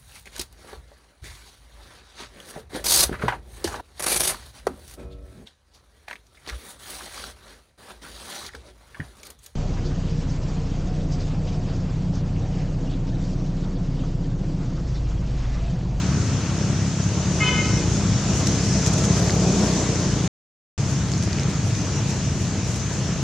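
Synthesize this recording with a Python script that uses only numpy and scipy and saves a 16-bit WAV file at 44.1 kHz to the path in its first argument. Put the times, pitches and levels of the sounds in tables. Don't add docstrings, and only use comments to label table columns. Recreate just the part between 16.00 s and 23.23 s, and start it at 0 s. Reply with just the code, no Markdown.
import sys
import numpy as np
from scipy import signal
from scipy.fft import rfft, irfft, next_fast_len
from scipy.io import wavfile
from scipy.ndimage import uniform_filter1d, map_coordinates

SR = 44100
rng = np.random.default_rng(int(sys.argv[2]) if len(sys.argv) > 2 else 0)


def decibels_to_gain(level_db):
    exponent = np.asarray(level_db, float) / 20
    return 10 ** exponent


def output_pcm(signal):
    pcm = np.clip(np.atleast_2d(signal).T, -1, 1) * 32767
    wavfile.write(sys.argv[1], SR, np.round(pcm).astype(np.int16))


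N = 318831

# (time [s], firing rate [1/s], level [dB])
BIKE = [
    (0.0, 37.3, -21.5),
    (.25, 34.3, -27.5),
    (1.0, 33.1, -24.5),
    (1.15, 35.7, -26),
    (1.35, 36.3, -30),
    (1.85, 33.5, -30),
    (2.8, 33.4, -25),
    (3.4, 35.7, -22.5),
    (3.6, 37.2, -25.5),
]
NEARING = [
    (1.2, 26.92, -26),
    (1.5, 28.09, -27.5),
    (1.75, 27.97, -24.5),
    (2.4, 29.29, -29.5),
    (3.0, 30.16, -26.5),
    (3.7, 30.64, -25),
    (3.95, 30.31, -28.5),
    (4.14, 27.56, -24),
    (4.3, 25.54, -26.5),
]
LATE = [
    (4.75, 33.99, -25.5),
    (5.2, 35.16, -32),
    (5.5, 32.73, -32.5),
    (5.85, 34.27, -33),
    (6.2, 34.34, -32.5),
    (6.7, 31.7, -29.5),
    (7.0, 35.21, -38),
    (7.23, 36.24, -29.5),
]
IDLER = [
    (4.75, 28.19, -31),
    (5.0, 29.75, -32.5),
    (5.4, 27.95, -30),
    (5.9, 27.91, -32.5),
    (6.27, 28.25, -32),
    (7.0, 28.16, -32),
    (7.23, 27.83, -24),
]
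# (frequency [Hz], width [Hz], level [dB])
PIPE = [(59.4, 25, -7.5), (109.7, 50.3, 0), (137.7, 47.5, 1.5), (190, 39.4, -2.5)]
# (frequency [Hz], width [Hz], level [dB])
BARK = [(300, 84, 1.5), (461, 165, -3.5), (634, 257, -7)]
BOOM_HZ, BOOM_WIDTH_HZ = 61, 3

# (time [s], stream level [dB], nearness over its farthest [dB])
ROAD = [(0.0, -20.5, -0.6), (.45, -21.5, -0.7), (.8, -21.5, -0.6), (1.15, -28.5, 0.3), (1.5, -22, 3.3),
        (1.9, -21.5, 3), (2.2, -22.5, 3.5), (2.56, -25.5, 5.5), (3.1, -29.5, 5.5), (3.8, -30, 5.5),
        (4.1, -22, 3), (4.8, -22.5, 0.3), (5.45, -22, -1.9), (5.9, -24, 0.7), (6.3, -22, -1.5),
        (6.95, -25, -0.2), (7.23, -20.5, -1.8)]
# (frequency [Hz], density [dB per Hz])
RUMBLE = [(13, -68.5), (22, -42), (32, -28.5), (48, -14), (96, 0.5), (146, -1), (205, -8.5), (225, -13),
          (260, -11), (340, -24.5), (570, -120)]
ROAR = [(120, -22), (200, 1), (226, -13), (248, -7), (495, -13.5), (635, -15.5), (1100, -22.5), (1430, -50),
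        (2420, -120)]
TYRES = [(470, -27), (800, -5.5), (1300, -0.5), (2120, -5), (2450, -4), (3050, -5.5), (4600, -9),
         (5980, -34), (10100, -120)]
HISS = [(2500, -37.5), (4000, -12.5), (5200, -4), (6400, 0.5), (7300, -5.5), (8400, -17.5), (10000, -27),
        (12000, -41), (15800, -49.5)]
ROAR_DB, TYRE_DB, HISS_DB = -33, -37.5, -36
ROAR_GROWS, TYRE_GROWS = 0.6, 0.42
PULL_S, PULL_LENGTH_S, PULL_DB = 3.59, 0.52, 6

# (frequency [Hz], left-right likeness [0-1])
ALIKE = [(60, 0.97), (250, 0.98), (600, 0.91), (1200, 0.86), (2500, 0.76), (4000, 0.75), (6000, 0.22),
         (12000, .1)]
# (frequency [Hz], left over right [dB])
LEFT = [(60, 1.5), (100, 1.5), (180, 1.0), (300, 0.5), (520, 0.5), (900, 0.0), (1540, 1.0), (2650, 1.5),
        (4550, 2.0), (7810, 1.0)]

# (start [s], length [s], level [dB])
HORNS = [
    (1.401, 0.064, -28),
    (1.426, 0.061, -29.5),
]
HORN_HZ = (424, 501.8)
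# (frequency [Hz], level [dB])
LOW_BELL = [(424, -23.5), (850, -16), (1270, -4.5), (1700, -8.5), (2120, 0.5), (2540, -6.5), (2970, -6),
            (3400, -17.5), (4240, -18), (4660, -19.5), (5080, -19), (5500, -26.5)]
HIGH_BELL = [(500, -9.5), (1000, -5), (1500, -2.5), (2000, -5.5), (2500, -4.5), (3000, -0.7), (3500, -10.5),
             (4000, -18.5), (5000, -12.5), (5500, -21), (6500, -6.5), (7500, -26)]
BRIGHTEN_S, RASP = 0.007, 0.18
# (delay [s], level [dB])
WALLS = [(.045, -10), (.085, -13.5), (.125, -10.5), (.175, -7.5), (.22, -17.5), (.275, -14), (.36, -21.5)]
# (frequency [Hz], time to fall 60 dB [s])
TREES = [(100, 0.31), (1000, 1.5), (3000, 0.7), (8000, .4)]

# (frequency [Hz], density [dB per Hz])
LEAF = [(800, -38), (2000, -14.5), (4500, -10.5), (6400, 1), (8400, -10.5), (11000, -22), (13000, -26.5),
        (15800, -41.5)]
# (time [s], peak level [dB], frequency [Hz], left over right [dB])
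SNAPS = [(1.9699, -21, 5250, 1.5), (2.3344, -21, 5750, 1.5), (2.4708, -12, 5600, 1.5),
         (2.8639, -12, 6580, 4.0), (2.8724, -18, 6110, 4.0), (2.9344, -20, 6620, 1.0),
         (2.9806, -18, 6540, 3.0), (3.038, -16, 6510, 3.0), (3.0534, -16, 6340, 1.5),
         (3.3059, -15.5, 4980, 0.0), (3.9579, -20, 6180, 1.5), (5.0863, -25, 5720, 0.5),
         (5.1178, -19, 6460, 0.0), (5.1367, -19, 4900, -0.5), (5.1791, -21, 6470, -1.5),
         (5.2255, -19.5, 5600, -1.5), (5.2364, -22, 6540, 0.0), (5.3303, -19, 4800, 0.0),
         (5.3966, -18, 5300, 1.0), (5.4335, -22, 6280, 2.5), (5.7503, -23, 6080, 4.5),
         (6.108, -22, 6290, 2.0)]
# (time [s], peak level [dB], frequency [Hz], left over right [dB])
TAPS = [
    (3.042, -16.5, 1400, 2.0),
    (3.2963, -13.5, 1900, -0.5),
    (3.7744, -24, 2160, 0.0),
    (5.386, -19, 2200, 0.0),
]
# (time [s], peak level [dB], length [s])
STEPS = [(1.951, -66, .1), (2.38, -53.5, 0.07), (2.474, -45, .012), (2.53, -57, .04), (2.653, -54, 0.022),
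         (2.845, -54, .02), (2.872, -43.5, 0.012), (2.935, -48, .012), (2.987, -49.5, .018),
         (3.05, -47, .016), (3.18, -49.5, 0.037), (3.305, -59, .09), (3.67, -53, .15), (4.014, -55, 0.013),
         (4.251, -61.5, 0.027), (4.797, -65, .02), (4.907, -56, 0.033), (5.13, -59.5, .05),
         (5.235, -50.5, .012), (5.405, -62, 0.025), (5.496, -57, .03), (5.673, -54, .035),
         (5.768, -58.5, .05), (6.104, -52, .035), (6.42, -55.5, .06), (6.704, -54, 0.055),
         (6.764, -52, .025), (6.932, -58, .06), (7.22, -63, .03)]
# (from [s], to [s])
SHUFFLE_S = (2.8, 4.3)
GIVE, SHUFFLE_DB, SETTLE_DB = 0.82, -67.5, -70

# (start [s], swell [s], hold [s], stop [s], level [dB])
INSECT = (3.15, .06, .15, .02, -61)
# (from [s], to [s])
GAP = (4.2777, 4.7782)


def unit(x):
    return x / np.sqrt(np.mean(x ** 2) + 1e-20)


def along(points, hz):
    f, v = np.transpose(points)
    return np.interp(np.log(hz + 1), np.log(f + 1), v)


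def curves(rows):
    s, *cols = np.transpose(rows)
    return [np.interp(np.arange(N) / SR, s, c) for c in cols]


def wobble(rate):
    knots = rng.standard_normal(int(N * 40 / SR) + 4)
    return map_coordinates(knots, [np.arange(N) * min(rate, 40) / SR])


def filtered(x, response):
    m = next_fast_len(N + SR // 2)
    return irfft(rfft(x, m) * response(np.fft.rfftfreq(m, 1 / SR)), m)[..., :N]


def modes(table):
    def response(f):
        total = 0
        for k, (centre, width, db) in enumerate(table):
            damping = 1j * f * width
            total = total + (-1) ** k * decibels_to_gain(db) * damping / (centre * centre - f * f + damping)
        return total
    return response


def high_pass(f, corner, order):
    return (f / corner) ** order / (1 + (f / corner) ** order)


def rush(spectrum, patchy_db):
    z = signal.stft(rng.standard_normal((2, N)), nperseg=512)[2]
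    field = uniform_filter1d(rng.standard_normal(z.shape[1:]), size=6, axis=0)
    field = uniform_filter1d(field, size=12, axis=1)
    pair = signal.istft(z * decibels_to_gain(patchy_db * unit(field)), nperseg=512)[1][:, :N]

    def mid_side(hz):
        turn = np.arccos(np.clip(along(ALIKE, hz), 0, 1)) / 2
        return decibels_to_gain(along(spectrum, hz)) * [np.cos(turn), np.sin(turn)]

    mid, side = filtered(pair, mid_side)
    return unit(np.array([mid + side, mid - side]))


def echoes(x, alike):
    hz, t, z = signal.stft(rng.standard_normal((2, SR)), SR, nperseg=256)
    decay = decibels_to_gain(-60 * t / along(TREES, hz)[:, None])
    tail = signal.istft(z * decay, SR, nperseg=256)[1]
    tail[1] = np.cos(alike) * tail[0] + np.sin(alike) * tail[1]
    return signal.fftconvolve(x[None], tail / np.linalg.norm(tail[0]), axes=1)[:, :N]


def engine(rows, jitter, uneven_db, bark_db, boom_db):
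    t = np.arange(N) / SR
    rate, loud_db = curves(rows)
    at = np.flatnonzero(np.diff(np.floor(np.cumsum(rate) / SR)))
    chance = rng.standard_normal((400, 2))[:len(at)]
    at = np.clip(at + (jitter * SR * chance[:, 0]).astype(int), 0, N - 1)
    pulses = -np.bincount(at, decibels_to_gain(uneven_db * chance[:, 1]), N)

    def pipe(f):
        return modes(PIPE)(f) * high_pass(f, 45, 2) / np.sqrt(1 + (f / 222) ** 24)

    thump = unit(filtered(pulses, pipe))
    boom = np.sin(4 * np.pi * np.cumsum(rate) / SR)
    boom = boom / np.hypot(1, (2 * rate - BOOM_HZ) / BOOM_WIDTH_HZ)

    paths = rfft(rng.standard_normal(SR // 10) * decibels_to_gain(-60 * t[:SR // 10] / .1))
    smear = irfft(paths / np.abs(paths))
    scattered = signal.fftconvolve(pulses, smear)[:N]

    def shell(f):
        return modes(BARK)(f) * high_pass(f, 240, 3) / (1 + (f / 900) ** 4)

    bark = unit(filtered(scattered, shell))
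    since, left = t - rows[0][0] + .01, rows[-1][0] - t + .01
    heard = np.clip(np.minimum(since, left) * 10, 0, 1) ** .5
    return heard * decibels_to_gain(loud_db) * (thump + decibels_to_gain(bark_db) * bark + decibels_to_gain(boom_db) * boom)


def traffic():
    dry = engine(BIKE, jitter=0.00018, uneven_db=1.7, bark_db=-11.5, boom_db=-30)
    dry = dry + engine(NEARING, jitter=0.0001, uneven_db=1.0, bark_db=-8.5, boom_db=-2.5)
    dry = dry + engine(LATE, jitter=0.00052, uneven_db=2.5, bark_db=-14, boom_db=-25)
    dry = dry + engine(IDLER, jitter=0.00053, uneven_db=2.5, bark_db=-8.5, boom_db=-23)
    return dry + decibels_to_gain(-7.5) * echoes(dry, alike=0.14)


def road():
    rumble_db, near_db = curves(ROAD)
    pull_db = PULL_DB * np.exp(-((np.arange(N) / SR - PULL_S) / PULL_LENGTH_S) ** 2)
    roar_db = ROAR_DB + ROAR_GROWS * near_db + pull_db
    tyre_db = TYRE_DB + TYRE_GROWS * near_db
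    hiss_db = HISS_DB + near_db
    swell = wobble(5)
    rumble = decibels_to_gain(rumble_db - 2 + .7 * wobble(6)) * rush(RUMBLE, patchy_db=0.95)
    roar = decibels_to_gain(roar_db - 1.5 + 1.1 * swell) * rush(ROAR, patchy_db=1.85)
    tyres = decibels_to_gain(tyre_db + .6 * swell) * rush(TYRES, patchy_db=1.23)
    hiss = decibels_to_gain(hiss_db + 0.38 * wobble(7.8)) * rush(HISS, patchy_db=1.64)
    return rumble + roar + tyres + hiss


def horn():
    t, dry = np.arange(N) / SR, np.zeros(N)
    air = wobble(35)
    for hz, (s, length, db), bell in zip(HORN_HZ, HORNS, (LOW_BELL, HIGH_BELL)):
        press = np.clip(np.minimum((t - s) / 0.0043, (s + length - t) / 0.016 + 1), 0, 1)
        on = press > 0
        for k in range(1, 16):
            flutter = decibels_to_gain(4.3 * np.roll(air, k * 3000)[on])
            late = max(k - 6, 0) * BRIGHTEN_S
            speaks = np.clip((t[on] - s - late) / .02 + 1, 0, 1)
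            tone = np.sin(2 * np.pi * k * hz * t[on] + k * k)
            dry[on] += decibels_to_gain(db + along(bell, k * hz)) * press[on] * speaks * flutter * tone
    rattle = unit(filtered(rng.standard_normal(N), lambda f: np.exp(-(f / 250) ** 2)))
    dry = dry * (1 + RASP * rattle)
    walls = np.zeros((2, N))
    for k, (s, db) in enumerate(WALLS):
        side = decibels_to_gain([[(-1) ** k * 3], [0]])
        walls += decibels_to_gain(db) * np.roll(dry, round(s * SR)) * side
    return dry + walls + decibels_to_gain(-1.0) * echoes(dry, alike=.7)


def steps():
    t = np.arange(N) / SR
    power = decibels_to_gain(2 * SHUFFLE_DB) * (t > SHUFFLE_S[0]) * (t < SHUFFLE_S[1])
    power = power + decibels_to_gain(2 * SETTLE_DB) * (t > SHUFFLE_S[1]) + decibels_to_gain(2 * -71)
    for s, db, length in STEPS:
        near = slice(round((s - .5) * SR), round((s + .5) * SR))
        late = (t[near] - s) / length
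        power[near] += decibels_to_gain(2 * db) * np.exp(-2 * np.where(late < 0, -late / GIVE, late))
    return np.sqrt(power)


def leaves():
    break_db = np.minimum(3.1 * rng.exponential(size=(2, N)), 12)
    breaks = (rng.random((2, N)) < .06) * decibels_to_gain(break_db)
    crackle = rush([(1, 0)], patchy_db=-0.5) * breaks
    crackle = unit(filtered(crackle, lambda hz: decibels_to_gain(along(LEAF, hz))))
    crackle = decibels_to_gain(17.5) * steps() * crackle

    snaps, t = np.zeros((2, N + SR)), np.arange(SR // 50) / SR
    for s, db, hz, pan_db in SNAPS + TAPS:
        ring = np.sin(2 * np.pi * hz * t) * decibels_to_gain(-60 * t / .0035)
        ring += 0.48 * rng.standard_normal(len(t)) * decibels_to_gain(-60 * t / 0.006)
        ring *= 1 - np.exp(-t / 0.0002)
        sides = decibels_to_gain(db + 8.0 + np.array([[pan_db], [-pan_db]]) / 2)
        snaps[:, round(s * SR):][:, :len(t)] += sides * ring
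    return crackle + filtered(snaps[:, :N], lambda hz: high_pass(hz, 1100, 2) / (1 + (hz / 7500) ** 8))


def insect():
    s, swell, hold, stop, db = INSECT
    t = np.arange(N) / SR - s
    wings = np.clip(np.minimum(t / swell, (swell + hold - t) / stop + 1), 0, 1)
    buzz = filtered(rng.standard_normal((2, N)), lambda f: modes([(11750, 450, 0)])(f) ** 2)
    return wings * decibels_to_gain(db + 2.5 * wobble(40)) * unit(buzz)


def scene():
    return traffic() + road() + horn() + leaves() + insect()


def low_pass(x):
    return signal.sosfilt(signal.butter(12, 15770, fs=SR, output="sos"), x)


def record(dry):
    x = filtered(dry, lambda hz: decibels_to_gain(along(LEFT, hz) * np.array([[.5], [-.5]])))
    t = np.arange(N) / SR
    before = np.clip((GAP[0] + .0004 - t) / .0008, 0, 1)
    mix = x * np.maximum(before, t > GAP[1])
    return low_pass(mix)


dry = scene()
out = record(dry)
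output_pcm(out)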